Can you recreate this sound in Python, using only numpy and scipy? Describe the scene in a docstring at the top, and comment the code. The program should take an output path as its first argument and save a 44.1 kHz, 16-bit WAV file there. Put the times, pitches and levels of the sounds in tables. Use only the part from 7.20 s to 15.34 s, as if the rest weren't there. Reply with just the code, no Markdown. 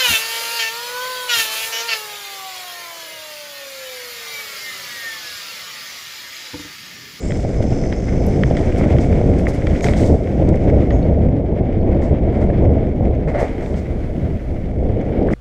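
"""A dirt trail in the woods, microphone on the helmet of a rider coasting fast on a mountain bike.
Right at the capsule, gusts buffet the port and air tears off the helmet. A body's length below, the
tyres crunch over dirt and skid in the turns, and the freehub's pawls buzz at first.
Short low thumps come from wheel bumps or wind on the microphone.
The chain slaps the frame, flung stones tick and ping off the bike, and a brake rotor sings briefly."""
import sys
import numpy as np
from scipy import signal
from scipy.fft import rfft, irfft, next_fast_len
from scipy.io import wavfile
from scipy.ndimage import uniform_filter1d, minimum_filter1d, map_coordinates

SR = 44100
rng = np.random.default_rng(int(sys.argv[2]) if len(sys.argv) > 2 else 0)


def to_wav(s):
    """Save 16-bit WAV."""
    ch = np.atleast_2d(s).T  # columns
    pcm = np.round(np.clip(ch, -1, 1) * 32767)  # PCM
    wavfile.write(sys.argv[1], SR, pcm.astype(np.int16))


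N = 358974

# Airflow at the helmet. Each row: time in seconds, buffet and rush in dB before trims and gusts.
AIRFLOW = [(0.0, -26, -27), (0.11, -20.5, -23.5), (0.65, -17.5, -20), (0.76, -27, -24),
           (0.86, -16.5, -22.5), (1.01, -17, -18.5), (1.29, -13, -18.5), (1.39, -18.5, -18),
           (1.82, -12, -16.0), (2.28, -18.5, -20.5), (2.54, -15, -18.5), (2.6, -30, -19),
           (2.65, -13.5, -18), (2.95, -16, -17.5), (3.0, -22.0, -23), (3.32, -12, -14.5),
           (3.41, -20.5, -21), (3.48, -11, -14), (3.67, -15, -18), (4.05, -12, -16.5), (4.31, -21, -20.5),
           (4.41, -15.5, -17), (4.51, -18, -20.5), (4.69, -14, -15), (4.76, -19.0, -20), (5.04, -14.5, -19),
           (5.12, -15, -15), (5.33, -16, -19), (5.55, -10, -15.5), (5.61, -18.5, -18), (5.94, -15.5, -19.5),
           (6.37, -28.5, -25.5), (6.54, -21, -24.5), (6.67, -21.5, -26), (6.76, -23.5, -25.5),
           (6.93, -23.5, -26.5), (7.12, -18.5, -26), (7.19, -26.5, -28.5), (7.46, -22, -27),
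           (7.67, -16.5, -20.5), (7.85, -22, -21.5), (8.03, -21, -16), (8.14, -16.5, -15)]
BUFFET_TRIM_DB, RUSH_TRIM_DB = -0.5, -1
# Single gusts. Each row: centre in seconds, length in seconds, lift of the buffet in dB.
SINGLE_GUSTS = [(0.436, 0.09, 0.5), (2.106, 0.19, 2), (2.917, 0.079, 4), (3.12, 0.028, 2.5),
                (5.223, 0.062, 0), (5.43, 0.057, 2.5), (6.527, 0.025, 4), (7.325, .07, 2.5)]
# The wind's three colours. Each row: frequency in Hz, relative level in dB.
BUFFET_SPECTRUM = [(25, -18.5), (42, -3), (60, 1.5), (76, 3.5), (92, 0.5), (125, -0.5), (200, -6.5)]   # big eddies on the microphone port
RUSH_SPECTRUM = [(130, -17), (190, -1.5), (260, -0.5), (350, -2.5), (480, -5), (630, -7.5), (720, -12.5),
                 (820, -21), (950, -29), (1200, -41), (2000, -58.5)]   # air tearing off the helmet
SWAY_SPECTRUM = [(18, 0), (34, -10), (52, -3.5)]   # the largest, slowest eddies

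# Tyres on the trail. Each row: time in seconds, crunch and grit in dB before trims and flutter.
TYRE_LEVELS = [(0.0, -44, -44.5), (.8, -43, -49), (1.25, -43, -47), (1.54, -37.5, -47),
               (2.04, -42.5, -49.5), (2.67, -41, -46.5), (2.76, -38, -49), (2.92, -45, -52),
               (3.42, -42.5, -55), (3.63, -44, -55.5), (4.26, -49, -66.5), (5.03, -44, -64),
               (5.71, -47.5, -63.5), (6.05, -48.5, -65), (6.32, -45, -58), (6.71, -47.5, -60.5),
               (7.12, -46, -61.5), (7.57, -50, -64.5), (8.14, -41, -69)]
CRUNCH_TRIM_DB, GRIT_TRIM_DB, TICK_TRIM_DB, SPIT_TRIM_DB = 1, -5.5, -9, -13
# The ground's colours from head height. Each row: frequency in Hz, relative level in dB.
CRUNCH_SPECTRUM = [(700, 6), (1050, -2.5), (1450, -1), (1750, -1.5), (2200, 4), (2400, -3.5), (2700, -8.5),
                   (3400, -11), (3900, -18), (5200, -22.5), (7000, -34.5), (14000, -43)]   # dirt crushed under the knobs
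GRIT_SPECTRUM = [(2500, -11), (3450, 4.5), (4100, 0), (5200, 6), (6400, 4.5), (8300, -0.5), (9500, -9.5),
                 (11000, -15.5), (13000, -20), (15000, -28)]   # fine grit off a rolling tyre
SAND_SPECTRUM = [(5000, 3), (11000, -10), (14500, -25)]   # sand landing on the bike
GROWL_SPECTRUM = [(300, -11.5), (480, -1), (620, 2.5), (900, -11), (1120, -19), (1650, -21.5), (2100, -14),
                  (2700, -33.5), (5000, -45)]   # knobs tearing sideways
THROWN_SPECTRUM = [(2500, -1.5), (4900, 4.5), (8400, 1), (9600, -12.5), (13000, -16.5), (15000, -29)]   # grit flung clear of the tyre
# The frame's modes. Each row: frequency in Hz, relative level in dB, 60 dB decay in seconds.
FRAME_RING = [(1430, -0.5, 0.0066), (2080, 10, 0.0067), (3240, 1, 0.005), (4820, -6.5, 0.0032),
              (6350, -10, .004), (7700, -12, 0.003)]
FRAME_MAIN_HZ, CONTACT_HZ = 2080, 3900

# The coasting freehub. 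Each row: time in seconds, level in dB.
HUB_LEVELS = [(0, -46.5), (.09, -44.5), (.28, -54), (.6, -45.5), (.9, -50), (1.35, -52.5), (1.8, -65),
              (3.7, -68), (4.3, -82)]
# The hub shell's modes. Each row: frequency in Hz, relative level in dB, 60 dB decay in seconds,
# extra dB at the fastest clicking.
SHELL_RING = [(4320, -12.5, 0.011, -3.5), (5180, 1, 0.011, -5), (5930, 3, 0.008, -12.5),
              (6200, 1.5, 0.0083, -9), (7200, -14.5, 0.015, 17), (8080, -16.5, 0.0076, 18)]
HUB_START_PER_S, HUB_END_PER_S, HUB_SLOWING_S = 277, 192, 0.56   # pawl clicks as the wheel slows

# High hiss behind the wind. Each row: time in seconds, level in dB.
HISS_LEVELS = [(0, -78), (3.0, -65), (3.7, -71.5), (4.35, -95), (5.2, -78.5), (5.5, -80.5), (6.05, -72.5),
               (6.4, -64), (7.35, -64), (7.6, -73), (8.14, -66)]
# Its colour. Each row: frequency in Hz, relative level in dB.
HISS_SPECTRUM = [(4000, 3), (13200, -8.5), (15000, -16.5)]
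# Chain and stones on the frame. Each row: start in seconds, peak in dB, treble in dB (12 doubles the
# contact's cutoff), clatter decay in seconds, main ring in Hz.
FRAME_KNOCKS = [(0.107, -22, -2, 0.0018, 2080), (0.1205, -19, -1, 0.0014, 2080),
                (0.426, -25.5, 12, 0.005, 2080), (0.638, -27, -7, .003, 2100),
                (0.7257, -18, -3, 0.0036, 2000), (0.884, -25, -8, 0.011, 2080),
                (1.2356, -8, 3, 0.00037, 1930), (1.351, -28, -4, .002, 2000), (1.369, -18, 14, 0.008, 2020),
                (1.6125, -21.5, -17, 0.0025, 2000), (1.7856, -19, 5, 0.002, 2080),
                (1.927, -23.5, -10, 0.0015, 2170), (2.269, -11, -7.5, 0.0019, 2020),
                (2.47, -16.5, 9, 0.003, 2050), (2.6085, -20.5, 6, 0.0011, 2280),
                (2.643, -12, 8, 0.0034, 2080), (2.664, -19, 0, 0.003, 2020), (2.669, -16, 4, 0.0024, 2350),
                (2.686, -13, 3, 0.0029, 2100), (2.736, -16, 0, 0.0017, 2080), (2.835, -23, 3, 0.0034, 1950),
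                (3.342, -26, -11, 0.0028, 2080), (3.5, -26, -12, 0.003, 2100),
                (3.706, -22, 5, 0.0092, 1850), (4.823, -30, -3, 0.004, 2000),
                (5.227, -28, -5, 0.0027, 2170), (5.295, -34, -6, 0.001, 2260), (5.302, -25, -8, .002, 1730),
                (6.076, -26, -15, 0.0058, 1900), (6.196, -25, -3, 0.0064, 1900),
                (6.2287, -24, -8, 0.0077, 2150), (6.461, -28, 4, 0.0022, 2200),
                (6.542, -29, 5, 0.006, 2000), (8.086, -19, -18, 0.003, 1900),
                (8.103, -24, -12, 0.0043, 1700), (8.1344, -17, -11, .002, 2120)]
# Sand thrown at the bike. Each row: start in seconds, level in dB.
SAND_SPRAYS = [(.172, -58), (.422, -52), (1.574, -46), (2.182, -47), (2.281, -41.5), (2.334, -47),
               (4.827, -61), (6.197, -48), (8.124, -52)]
# Short low thumps from wheel bumps or wind on the microphone. Each row: start in seconds, peak in dB.
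LOW_THUMPS = [(0.249, -2), (0.4043, -3), (.522, -6.5), (1.31, 0), (1.61, -4), (1.66, 0), (2.013, -3),
              (2.243, -7), (2.685, -7), (3.311, -19), (4.69, -6), (5.22, -5), (5.273, -8), (5.443, -6),
              (5.557, -8), (5.808, -5.5), (6.078, -8), (6.228, -1)]
# A thump's modes. Each row: frequency in Hz, relative level in dB, 60 dB decay in seconds.
THUMP_RING = [(152, 12, 0.015), (310, -1, 0.0058), (493, 1, 0.024), (590, 8.5, 0.019), (732, -3, 0.017)]
# Stones on spokes and rims. Each row: start in seconds, pitch in Hz that the two tones straddle,
# peak in dB, 120 dB decay in seconds.
STONE_PINGS = [(1.066, 10950, -30.5, 0.017), (1.087, 11200, -46, .04), (3.8272, 3910, -36, 0.045),
               (4.6115, 4570, -49, .045)]
# Sliding tyres. Each row: start in seconds, length in seconds, growl in dB, thrown grit in dB.
TYRE_SLIDES = [(1.38, 0.091, -29, -49), (1.798, 0.066, -44, -44.5), (2.273, 0.035, -24, -44),
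               (2.628, 0.093, -22, -37), (2.763, 0.11, -36, -39.5), (2.855, .045, -35, -45.5),
               (4.812, 0.069, -27, -51), (5.117, 0.099, -31, -61), (5.205, 0.041, -27, -55),
               (6.074, 0.056, -22, -55), (6.139, 0.1, -20, -58), (6.185, 0.089, -27.5, -48.5),
               (6.41, 0.14, -34.5, -54), (6.559, 0.049, -41, -50), (8.103, 0.1, -33, -53)]
# Stones snapping from under a tyre. Each row: start in seconds, peak in dB.
STONE_SNAPS = [(2.6098, -26), (2.6445, -16), (3.2902, -25), (3.3584, -33)]
# Pads on the rotor. Each row: start in seconds, length in seconds, level in dB.
BRAKE_TOUCHES = [(2.619, 0.032, -35), (3.715, 0.084, -53.5)]
BITE_S = 0.0067   # rise of a skid or a brake


def from_db(db):
    """Decibels to gain."""
    return 10 ** (np.asarray(db) / 20)


def rms_one(x):
    """Scale to unit power."""
    return x / np.sqrt(np.mean(x ** 2) + 1e-20)


def in_time(rows):
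    """The columns of a timed curve, at every sample."""
    times, *columns = np.transpose(rows)
    return [np.interp(np.arange(N) / SR, times, column) for column in columns]


def drift(hz):
    """Random wander, mostly slower than hz, with a spread of one."""
    step, run_in = 40, 2000   # samples per point; points dropped while the filter settles
    pole = np.exp(-2 * np.pi * hz * step / SR)
    noise = rng.standard_normal(N // step + run_in + 2)
    slow = signal.lfilter([1], [1, -2 * pole, pole * pole], noise)[run_in:]
    return np.interp(np.arange(N) / step, np.arange(len(slow)), rms_one(slow))


def coloured(x, spectrum):
    """Minimum-phase filter with the given spectrum, falling steeply past its ends; rms 1."""
    size = next_fast_len(N + SR // 4, real=True) // 2 * 2
    hz, db = np.transpose(spectrum)
    octave = np.log2(np.maximum(np.arange(size // 2 + 1) * SR / size, 1))
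    outside = np.abs(octave - np.clip(octave, np.log2(hz[0]), np.log2(hz[-1])))
    level_db = np.interp(octave, np.log2(hz), db) - 30 * np.minimum(outside, 4)
    cepstrum = irfft(np.log(from_db(level_db)))
    cepstrum[1:size // 2] *= 2   # folded forward, so nothing rings ahead of a click
    cepstrum[size // 2 + 1:] = 0
    return rms_one(irfft(rfft(x, size) * np.exp(rfft(cepstrum)))[:N])


def dulled(x, hz):
    """Roll off the treble above hz."""
    return signal.sosfilt(signal.butter(4, min(hz, SR / 2 - 1), fs=SR, output="sos"), x)


def steadied(x, seconds):
    """Keep the quick lumps of a sound while its mean strength holds at one."""
    size = int(seconds * SR) + 1
    power = uniform_filter1d(uniform_filter1d(x * x, size), size // 2)
    return x / np.sqrt(power + 1e-9)


def grains(per_s, spread_db=0):
    """Random clicks, more uneven in size the further spread_db is from zero; rms 1."""
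    sizes = from_db(spread_db * np.minimum(rng.exponential(1, N), 4))
    signs = rng.choice([-1, 1], N)
    return rms_one(sizes * signs * (rng.random(N) < per_s / SR))


def ring(clicks, hz, t60):
    """A unit click sets off a sine of height 1 that falls 60 dB in t60 seconds."""
    decay, angle = from_db(-60 / (t60 * SR)), 2 * np.pi * hz / SR
    return signal.lfilter([0, np.sin(angle)], [1, -2 * decay * np.cos(angle), decay ** 2], clicks + 1e-18)


def strike(contact, modes, scatter_db):
    """Ring a body, each mode with a strength of its own for this blow; peak 1."""
    offsets_db = scatter_db * rng.standard_normal(len(modes))
    sound = sum(from_db(db + offset_db) * ring(contact, hz, t60)
                for (hz, db, t60), offset_db in zip(modes, offsets_db))
    return sound / np.abs(sound).max()


def add(track, start, sound):
    """Mix a short sound in at its start in seconds."""
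    at = int(np.clip(start * SR, 0, N - 1))
    track[at:at + len(sound)] += sound[:N - at]


def wind():
    """Big eddies shake the microphone port; small ones burst along the helmet in a dull roar."""
    buffet_db, rush_db = in_time(AIRFLOW)
    t, turbulence = np.arange(N) / SR, drift(hz=9.2)
    gust_db = sum(db * np.exp(-(2 * (t - centre) / length) ** 2) for centre, length, db in SINGLE_GUSTS)
    buffet_db = buffet_db + BUFFET_TRIM_DB + gust_db + 1.24 * turbulence
    rush_db = rush_db + RUSH_TRIM_DB + 1.1 * gust_db + 1.4 * turbulence
    buffet = steadied(coloured(rng.standard_normal(N), BUFFET_SPECTRUM), seconds=0.15)
    # the small eddies crowd on each large pressure swing
    swell = (1 + 0.22 * np.abs(buffet)) * from_db(0.31 * drift(hz=27))
    eddies = swell * (rng.standard_normal(N) + 0.61 * grains(per_s=650))
    rush = steadied(coloured(eddies, RUSH_SPECTRUM), seconds=0.12)
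    sway_db = -23.5 + 0.22 * (buffet_db - buffet_db.mean())   # loosely follows the buffet
    sway = coloured(rng.standard_normal(N), SWAY_SPECTRUM)
    return from_db(sway_db) * sway + from_db(buffet_db) * buffet + from_db(rush_db) * rush


def tyres():
    """Knobs crush dirt in dense cracks and fling fine grit; both flutter with the wheel load."""
    crunch_db, grit_db = in_time(TYRE_LEVELS)
    load = drift(hz=19)
    cracks = rng.standard_normal(N) + 0.41 * grains(per_s=280, spread_db=-0.5)
    specks = rng.standard_normal(N) + 0.44 * grains(per_s=1300, spread_db=2.5)
    crunch = from_db(crunch_db + CRUNCH_TRIM_DB + 2.07 * load) * coloured(cracks, CRUNCH_SPECTRUM)
    grit = from_db(grit_db + GRIT_TRIM_DB + load + drift(hz=30)) * coloured(specks, GRIT_SPECTRUM)
    return crunch + grit


def pebbles():
    """Flung stones tick on the frame, harder on rough ground; the smallest give only a sharp spit."""
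    crunch_db, grit_db = in_time(TYRE_LEVELS)
    hits = dulled(grains(per_s=32), hz=11000)
    ticks = sum((-1) ** k * from_db(db) * ring(hits * from_db(5.6 * drift(hz=65)), hz, t60)
                for k, (hz, db, t60) in enumerate(FRAME_RING))
    spits = coloured(grains(per_s=180, spread_db=5), GRIT_SPECTRUM)
    return from_db(crunch_db + TICK_TRIM_DB) * rms_one(ticks) + from_db(grit_db + SPIT_TRIM_DB) * spits


def freehub():
    """Pawls drop over the ratchet teeth and ring the hub shell, brighter when they drop faster."""
    level_db, = in_time(HUB_LEVELS)
    t = np.arange(N) / SR
    per_s = HUB_END_PER_S + (HUB_START_PER_S - HUB_END_PER_S) * np.exp(-t / HUB_SLOWING_S)
    tooth = np.floor(np.cumsum(per_s * (1 + 0.0067 * drift(hz=27))) / SR)
    drops = np.diff(tooth, prepend=0) * from_db(rng.standard_normal(N))
    # every drop ends in a brief chatter of steel on steel
    tails = signal.lfilter([1], [1, -np.exp(-1 / (0.0009 * SR))], drops + 1e-18)
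    chatter = tails * rng.standard_normal(N)
    haste = (per_s / per_s.max()) ** 7
    shell = sum((-1) ** k * from_db(db + extra_db * haste) * ring(chatter, hz, t60)
                for k, (hz, db, t60, extra_db) in enumerate(SHELL_RING))
    waver = 1 + 0.014 * drift(hz=9.8)   # the turning hub's ring wanders in pitch
    shell = map_coordinates(shell, [np.cumsum(waver)], order=3, mode="mirror")
    return from_db(level_db) * steadied(dulled(shell, hz=8800), seconds=0.19)


def hiss():
    """A smooth high hiss, clearest where the wind eases."""
    level_db, = in_time(HISS_LEVELS)
    return from_db(level_db) * coloured(rng.standard_normal(N), HISS_SPECTRUM)


def knocks():
    """Chain or stone lands on the frame with a dry clack and clatter; the spot it hits sets the pitch."""
    out, t = np.zeros(N), np.arange(SR // 10) / SR
    low_cut = signal.butter(4, 1150, "high", fs=SR, output="sos")
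    for start, peak_db, treble_db, clatter_s, main_hz in FRAME_KNOCKS:
        clatter = 0.1 * rng.standard_normal(len(t)) * np.exp(-t / clatter_s)
        cutoff_hz = CONTACT_HZ * from_db(treble_db / 2)   # a softer blow is duller
        contact = signal.sosfilt(low_cut, dulled((t == 0) + clatter, cutoff_hz))
        modes = [(hz * main_hz / FRAME_MAIN_HZ, db, t60) for hz, db, t60 in FRAME_RING]
        add(out, start, from_db(peak_db) * strike(contact, modes, scatter_db=1))
    return out


def sprays(rise_s=0.0083):
    """Pinches of sand patter on the bike in short, bright bursts."""
    strength, age = np.zeros(N), np.arange(SR // 10) / SR / rise_s
    for start, db in SAND_SPRAYS:
        add(strength, start, from_db(db) * age * np.exp(1 - age))
    return strength * coloured(grains(per_s=2400, spread_db=-2), SAND_SPECTRUM)


def thumps():
    """A soft push, from a wheel bump or wind on the microphone, gives a short, low, hollow thump."""
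    out, push = np.zeros(N), dulled(signal.unit_impulse(SR // 10), hz=666)
    for start, peak_db in LOW_THUMPS:
        add(out, start, from_db(peak_db) * strike(push, THUMP_RING, scatter_db=1.5))
    return out


def pings():
    """A stone hits and grazes thin metal, which rings in a rough, close pair of tones."""
    out, t = np.zeros(N), np.arange(SR // 4) / SR
    for start, hz, peak_db, decay_s in STONE_PINGS:
        graze = 0.093 * rng.standard_normal(len(t)) * from_db(-110 * t / decay_s)
        contact = dulled((t == 0) + graze, hz)
        tones = ring(contact, hz * 1.1, decay_s / 2) + ring(contact, hz * 0.95, decay_s / 2)
        add(out, start, from_db(peak_db) * tones / np.abs(tones).max())
    return out


def skids():
    """Knobs tear sideways, growling and throwing grit; each slide bites quickly, holds and lets go."""
    growl_gain, thrown_gain = np.zeros(N), np.zeros(N)
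    t = np.arange(SR // 2) / SR
    for start, length, growl_db, thrown_db in TYRE_SLIDES:
        hold = np.exp(-(t / length) ** 3)
        settling = np.exp(-t / length)   # dirt still falls after the tyre grips again
        shape = (1 - np.exp(-t / BITE_S)) * (hold + settling) / 2
        add(growl_gain, start, from_db(growl_db) * shape)
        add(thrown_gain, start, from_db(thrown_db) * shape)
    growl = coloured(grains(per_s=2300, spread_db=2), GROWL_SPECTRUM)
    thrown = coloured(grains(per_s=9000, spread_db=3.5), THROWN_SPECTRUM)
    return growl_gain * growl + thrown_gain * thrown


def snaps():
    """A pinched stone shoots out with one bright click."""
    out, click = np.zeros(N), coloured(signal.unit_impulse(N), THROWN_SPECTRUM)[:SR // 10]
    for start, peak_db in STONE_SNAPS:
        add(out, start, from_db(peak_db) * click / np.abs(click).max())
    return out


def brakes():
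    """Pads brush a rotor, which sings in a thin, unsteady tone and fades."""
    strength, t = np.zeros(N), np.arange(SR // 2) / SR
    for start, length, db in BRAKE_TOUCHES:
        shape = (1 - np.exp(-t / BITE_S)) * np.exp(-(t / length) ** 2)
        add(strength, start, from_db(db) * shape)
    rotor = ring(rng.standard_normal(N), hz=6600, t60=0.013)
    return strength * steadied(rotor, seconds=0.02)


def scene():
    """One helmet microphone in the open air: wind on the capsule, bike and ground below."""
    ground = tyres() + pebbles() + sprays() + skids() + snaps()
    bike = freehub() + knocks() + pings() + brakes()
    return (wind() + ground + bike + hiss() + thumps())[None]


def record(dry):
    """A fast limiter holds the gusts under its ceiling; the ends are eased and the top cut at 15 kHz."""
    ceiling, size = 0.8, SR // 200   # 5 ms window
    gain = minimum_filter1d(ceiling / np.maximum(np.abs(dry), ceiling), 2 * size)
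    gain = uniform_filter1d(uniform_filter1d(gain, size), size)
    fades = signal.windows.tukey(N, size / N)
    high_cut = signal.ellip(10, 0.1, 80, 15000, fs=SR, output="sos")
    return signal.sosfilt(high_cut, dry * gain * fades)


dry = scene()
out = record(dry)
to_wav(out)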